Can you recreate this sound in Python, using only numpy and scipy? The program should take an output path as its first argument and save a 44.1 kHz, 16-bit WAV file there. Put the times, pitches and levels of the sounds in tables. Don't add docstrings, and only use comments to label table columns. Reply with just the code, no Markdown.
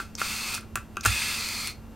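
import sys
import numpy as np
from scipy import signal
from scipy.fft import rfft, irfft, next_fast_len
from scipy.io import wavfile

SR = 44100
rng = np.random.default_rng(int(sys.argv[2]) if len(sys.argv) > 2 else 0)


def dump(signal):
    limited = np.clip(np.atleast_2d(signal).T, -1, 1)
    pcm = np.round(limited * 32767).astype(np.int16)
    wavfile.write(sys.argv[1], SR, pcm)


N = 85995

# (time [s], level [dB])
FADING_PUSH = [(-.01, -40), (.015, -42), (.05, -54.5), (.10, -63), (.15, -73.5)]
FIRST_PUSH = [(.17, -64), (.184, -38.5), (.208, -33), (.235, -33), (.30, -33), (.42, -34.5), (.55, -32.5),
              (.58, -39.5), (.605, -63), (.64, -68)]
SECOND_PUSH = [(1.022, -78), (1.036, -36), (1.051, -38.5), (1.064, -28.5), (1.13, -29.5), (1.25, -30),
               (1.45, -32.5), (1.675, -34), (1.705, -40), (1.735, -56), (1.77, -70)]
# (frequency [Hz], level [dB])
FRICTION_COLOUR = [(150, -5), (600, -10), (1000, -1.5), (1800, -7.5), (2200, 5), (2700, -15), (2950, -2),
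                   (3500, 2), (4000, -2), (4900, 4.5), (5350, -3), (5800, 0.5), (7800, -2.5), (9150, -0.5),
                   (9700, -10), (11000, -7.5), (11700, -5), (13300, -9.5), (15700, -12)]
# (frequency [Hz], width [Hz], level in grip 0 [dB], level in grip 1 [dB], level in grip 2 [dB])
SHELL_RESONANCES = [(1303, 170, 5, 3, 3), (1660, 50, -4, 7.5, -7), (2087, 184, -1, 6, 2.5),
                    (2476, 50, 11.5, 14, 10.5), (2646, 38, 7.5, 8.5, 6), (3600, 380, -10, 2.5, -15),
                    (4270, 130, 5.5, 7.5, 12.5), (4486, 56, 4.5, -4, -9), (4645, 21, -8, -15, 15.5),
                    (4800, 230, -2, 3.5, 2.5), (7200, 82, -26, -4, 0), (8140, 73, -5, 5, -8),
                    (9050, 160, -11, 4, -4)]
# (time [s], pitch [Hz])
AIR_GAP_PITCH = [(.2, 2600), (.32, 2655), (.45, 2610), (.56, 2511), (1.06, 2602), (1.2, 2635), (1.36, 2560),
                 (1.5, 2468), (1.66, 2310), (1.72, 2118)]
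# (frequency [Hz], level [dB])
ROOM_NOISE_COLOUR = [(22, -9.5), (48, -1), (100, -2.5), (150, -10), (240, -8), (320, -14), (550, -19.5),
                     (1000, -23), (2000, -31.5), (4000, -37.5), (9000, -42.5), (16000, -48)]
HUM_NOTES = [(98, -57.5), (220, -51.5), (1370, -70.5), (2750, -71), (11900, -74)]
# (time [s], ring level [dB],
# pitch the struck spot favours [Hz], crack level [dB], ring length [share of the free ring])
SHELL_KNOCKS = [(.0005, -19.5, 1260, -57, 0.68), (0.2154, -8.5, 1390, -36, 0.29),
                (.578, -26, 1350, -60, 0.4), (.628, -36, 1330, -70, 0.54), (.7564, -16, 1370, -21, 0.58),
                (0.7606, -30, 1390, -48, 1), (0.7734, -21, 1340, -43, 0.51), (.958, -38, 2190, -56, 0.49),
                (.969, -14, 1750, -37, 0.54), (0.974, -30.5, 1600, -59, 0.63), (1.0507, -40, 1500, -18, .5),
                (1.0557, -6.5, 1450, -33, 0.47), (1.0604, -19, 2570, -12, 1)]
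# (frequency [Hz], level [dB], time to fade by 60 dB [s])
SHELL_MODES = [(360, -10.5, 0.1), (820, -15, 0.055), (976, -15.5, 0.033), (1175, -9, 0.051),
               (1363, -8, 0.096), (1556, 0.5, 0.03), (1579, -11, 0.084), (1880, -32, .016),
               (2484, -10.5, 0.055), (2670, -7.5, 0.034), (3200, -10.5, .012), (3830, -12.5, 0.03),
               (4870, -5.5, 0.013), (6300, -2, 0.0079)]
# (time [s], level [dB])
BUTTON_TICKS = [(.152, -31.5), (1.0088, -30.5), (1.027, -56)]
GRIT_CATCHES = [(.543, -22.5), (.549, -23.5), (.609, -41), (1.488, -28), (1.562, -36), (1.673, -21.5),
                (1.679, -34)]
# (frequency [Hz], level [dB])
CRACK_COLOUR = [(200, 4), (400, -6), (650, -6), (1300, 4), (2500, 4), (3400, -7.5), (4500, -17),
                (6500, -0.5), (9000, -3), (12000, -5.5), (16000, -11)]
TICK_COLOUR = [(500, -7), (2400, -8), (3200, -2.5), (4500, 0.5), (6100, 11), (7500, -2.5), (9000, -7.5),
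               (16000, -18)]
CATCH_COLOUR = [(1000, -7), (3000, 6), (5000, 11), (7000, 0), (9600, 15.5), (11500, -4), (16000, -5)]
ECHO_COLOUR = [(100, -23), (1400, 8), (5000, 5.5), (9000, 0.5), (16000, 0)]
# (time [s], level [dB])
DESK_THUMPS = [(0.773, -29.5), (1.052, -20), (1.071, -14)]
# (frequency [Hz], level [dB], time to fade by 60 dB [s])
DESK_NOTES = [(64.6, -7, 0.28), (99, 2, 0.12)]
# (time [s], half length [s], pitch [Hz], level [dB])
FOOT_SQUEAKS = [(1.118, 0.021, 3520, -36.5)]
# (frequency [Hz], side minus middle [dB])
MOUSE_SPREAD = [(150, -10), (450, -13), (740, -15), (1220, -31), (2000, -54), (3300, -33), (4300, -46),
                (5500, -13.5), (9000, -21), (15000, -13)]
ROOM_SPREAD = [(60, -31), (130, -6), (290, -18), (640, -16), (1400, -20.5), (3100, -28), (6800, -3.5),
               (15000, -0.5)]
# (frequency [Hz], left minus right [dB])
BALANCE = [(30, 3.5), (95, -6), (160, 0), (270, -1), (400, 3.5), (740, 4), (1220, 0.5), (2000, 0),
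           (5500, 0), (15000, 1.2)]

GRAINS_PER_S, GRAIN_SPREAD_DB, LARGEST_GRAIN_DB, ROUGHNESS_DB = 14000, 2.5, 8, 0.43
TREBLE_FROM_HZ, TREBLE_DB, TREBLE_AT_PUSH_DB = 8100, -6.5, -13.5
GAP_WIDTH_HZ, GAP_DB, GAP_FADE_DB_PER_S, GAP_FADE_FROM_S = 140, -7.5, 8, 1.27
ROOM_NOISE_DB, HUM_WAVER_HZ = -45.5, 2.27
SPOT_FOCUS_DB_PER_OCTAVE, STRIKE_SPREAD_DB = 7, 2


def from_db(db):
    return 10 ** (np.asarray(db) / 20)


def rms_one(x):
    return x / np.sqrt(np.mean(x ** 2) + 1e-20)


def clock():
    return np.arange(N) / SR


def colour(x, points, power=1):
    size = next_fast_len(2 * N)
    size += size % 2
    hz, db = np.transpose(points)
    grid_hz = np.maximum(np.arange(size // 2 + 1) * SR / size, 1)
    gain = from_db(np.interp(np.log(grid_hz), np.log(hz), db))
    cepstrum = irfft(power * np.log(gain))
    cepstrum[1:size // 2] *= 2
    cepstrum[size // 2 + 1:] = 0
    return irfft(rfft(x, size) * np.exp(rfft(cepstrum)))[:N]


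def noise(points):
    return rms_one(colour(rng.standard_normal(N), points))


def drift(hz):
    r = np.exp(-2 * np.pi * hz / SR)
    return rms_one(signal.lfilter([1], [1, -2 * r, r * r], rng.standard_normal(2 * N))[N:])


def resonate(x, hz, width_hz):
    r = np.exp(-np.pi * width_hz / SR)
    feedback = [1, -2 * r * np.cos(2 * np.pi * hz / SR), r * r]
    return signal.lfilter(np.array([1, 0, -1]) * (1 - r * r) / 2, feedback, x)


def whistle(hz, width_hz):
    phase = 2 * np.pi * np.cumsum(hz * np.ones(N)) / SR
    return drift(width_hz) * np.cos(phase) + drift(width_hz) * np.sin(phase)


def fade(age, t60):
    return np.exp(-np.minimum(np.log(1000) * np.maximum(age, 0) / t60, 20))


def ring(start, hz, t60, rise_s):
    age = np.maximum(clock() - start, 0)
    return np.sin(2 * np.pi * hz * age) * np.tanh(age / rise_s) * fade(age, t60)


def bursts(rows, t60, hold_s=0):
    t = clock()
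    return sum((t >= start) * from_db(db) * fade(t - start - hold_s, t60) for start, db in rows)


def spread(middle, other, width):
    side = colour(other, width)
    return np.array([middle + side, middle - side])


def grains():
    size_db = np.minimum(GRAIN_SPREAD_DB * rng.exponential(1, N), LARGEST_GRAIN_DB)
    slips = from_db(size_db) * rng.choice([-1, 1], N)
    return rms_one(slips * (rng.random(N) < GRAINS_PER_S / SR))


def air_gap():
    t = clock()
    pitch_hz = np.interp(t, *np.transpose(AIR_GAP_PITCH))
    db = GAP_DB - GAP_FADE_DB_PER_S * np.maximum(t - GAP_FADE_FROM_S, 0)
    return from_db(db) * whistle(pitch_hz, GAP_WIDTH_HZ)


def slide(push, grip):
    t = clock()
    times, levels = np.transpose(push)
    push_db = np.interp(t, times, levels)
    level = from_db(push_db + ROUGHNESS_DB * drift(hz=43)) * (t > times[0]) * (t < times[-1])
    hiss = colour(grains(), FRICTION_COLOUR)
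    high_pass = signal.butter(2, TREBLE_FROM_HZ, "high", fs=SR, output="sos")
    treble = signal.sosfilt(high_pass, colour(grains(), FRICTION_COLOUR))
    treble *= from_db(TREBLE_DB + push_db - TREBLE_AT_PUSH_DB)
    for hz, width_hz, *grip_db in SHELL_RESONANCES:
        hiss += from_db(np.interp(grip, [0, 1, 2], grip_db)) * resonate(grains(), hz, width_hz)
    return level * ((hiss + treble) / hiss.std() + air_gap())


def strokes():
    changing_grip = np.interp(clock(), [1.34, 1.43], [1, 2])
    return slide(FADING_PUSH, grip=0) + slide(FIRST_PUSH, grip=0) + slide(SECOND_PUSH, changing_grip)


def background():
    hum = np.zeros(N)
    for hz, db in HUM_NOTES:
        pitch_hz = hz + HUM_WAVER_HZ * drift(hz=7.07)
        hum += from_db(db) * np.sqrt(2) * np.sin(2 * np.pi * np.cumsum(pitch_hz) / SR)
    rumble = spread(noise(ROOM_NOISE_COLOUR), noise(ROOM_NOISE_COLOUR), ROOM_SPREAD)
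    return hum + from_db(ROOM_NOISE_DB) * rumble


def knocks():
    out = np.zeros(N)
    for start, db, spot_hz, _, ring_share in SHELL_KNOCKS:
        for k, (hz, note_db, t60) in enumerate(SHELL_MODES):
            off_spot_db = SPOT_FOCUS_DB_PER_OCTAVE * abs(np.log2(hz / spot_hz))
            gain = from_db(db + note_db - off_spot_db + STRIKE_SPREAD_DB * rng.normal())
            out += (-1) ** k * gain * ring(start, hz, t60 * ring_share, rise_s=0.00037)
    return out


def cracks():
    hits = [(start, crack_db) for start, _, _, crack_db, _ in SHELL_KNOCKS]
    level = bursts(hits, t60=0.013) + from_db(-15.5) * bursts(hits, t60=0.076)
    return level * noise(CRACK_COLOUR)


def room_echo(x):
    tail = bursts([(0.0062, 0)], t60=0.21) * rng.standard_normal(N)
    tail /= np.sqrt(np.sum(tail ** 2))
    return from_db(-14.5) * colour(signal.fftconvolve(x, tail)[:N], ECHO_COLOUR)


def ticks():
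    return bursts(BUTTON_TICKS, t60=0.015, hold_s=0.0011) * noise(TICK_COLOUR)


def catches():
    return bursts(GRIT_CATCHES, t60=0.014) * noise(CATCH_COLOUR)


def desk():
    return sum(from_db(db + note_db) * ring(start, hz, t60, rise_s=0.019)
               for start, db in DESK_THUMPS for hz, note_db, t60 in DESK_NOTES)


def squeak():
    out = np.zeros(N)
    for peak_s, half_length_s, hz, db in FOOT_SQUEAKS:
        swell = np.exp(-((clock() - peak_s) / half_length_s) ** 2)
        out += from_db(db) * swell * whistle(hz, width_hz=78)
    return out


def scene():
    middle, other = (strokes() + cracks() + ticks() + catches() + squeak() for _ in range(2))
    mouse = spread(middle, other, MOUSE_SPREAD) + knocks()
    mono = mouse.mean(axis=0)
    echo = spread(room_echo(mono), room_echo(mono), ROOM_SPREAD)
    left, right = mouse + echo + desk() + background()
    return np.array([colour(left, BALANCE, power=1 / 2), colour(right, BALANCE, power=-1 / 2)])


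def record(dry):
    return signal.sosfilt(signal.ellip(12, .1, 80, 15800, fs=SR, output="sos"), dry)


dry = scene()
out = record(dry)
dump(out)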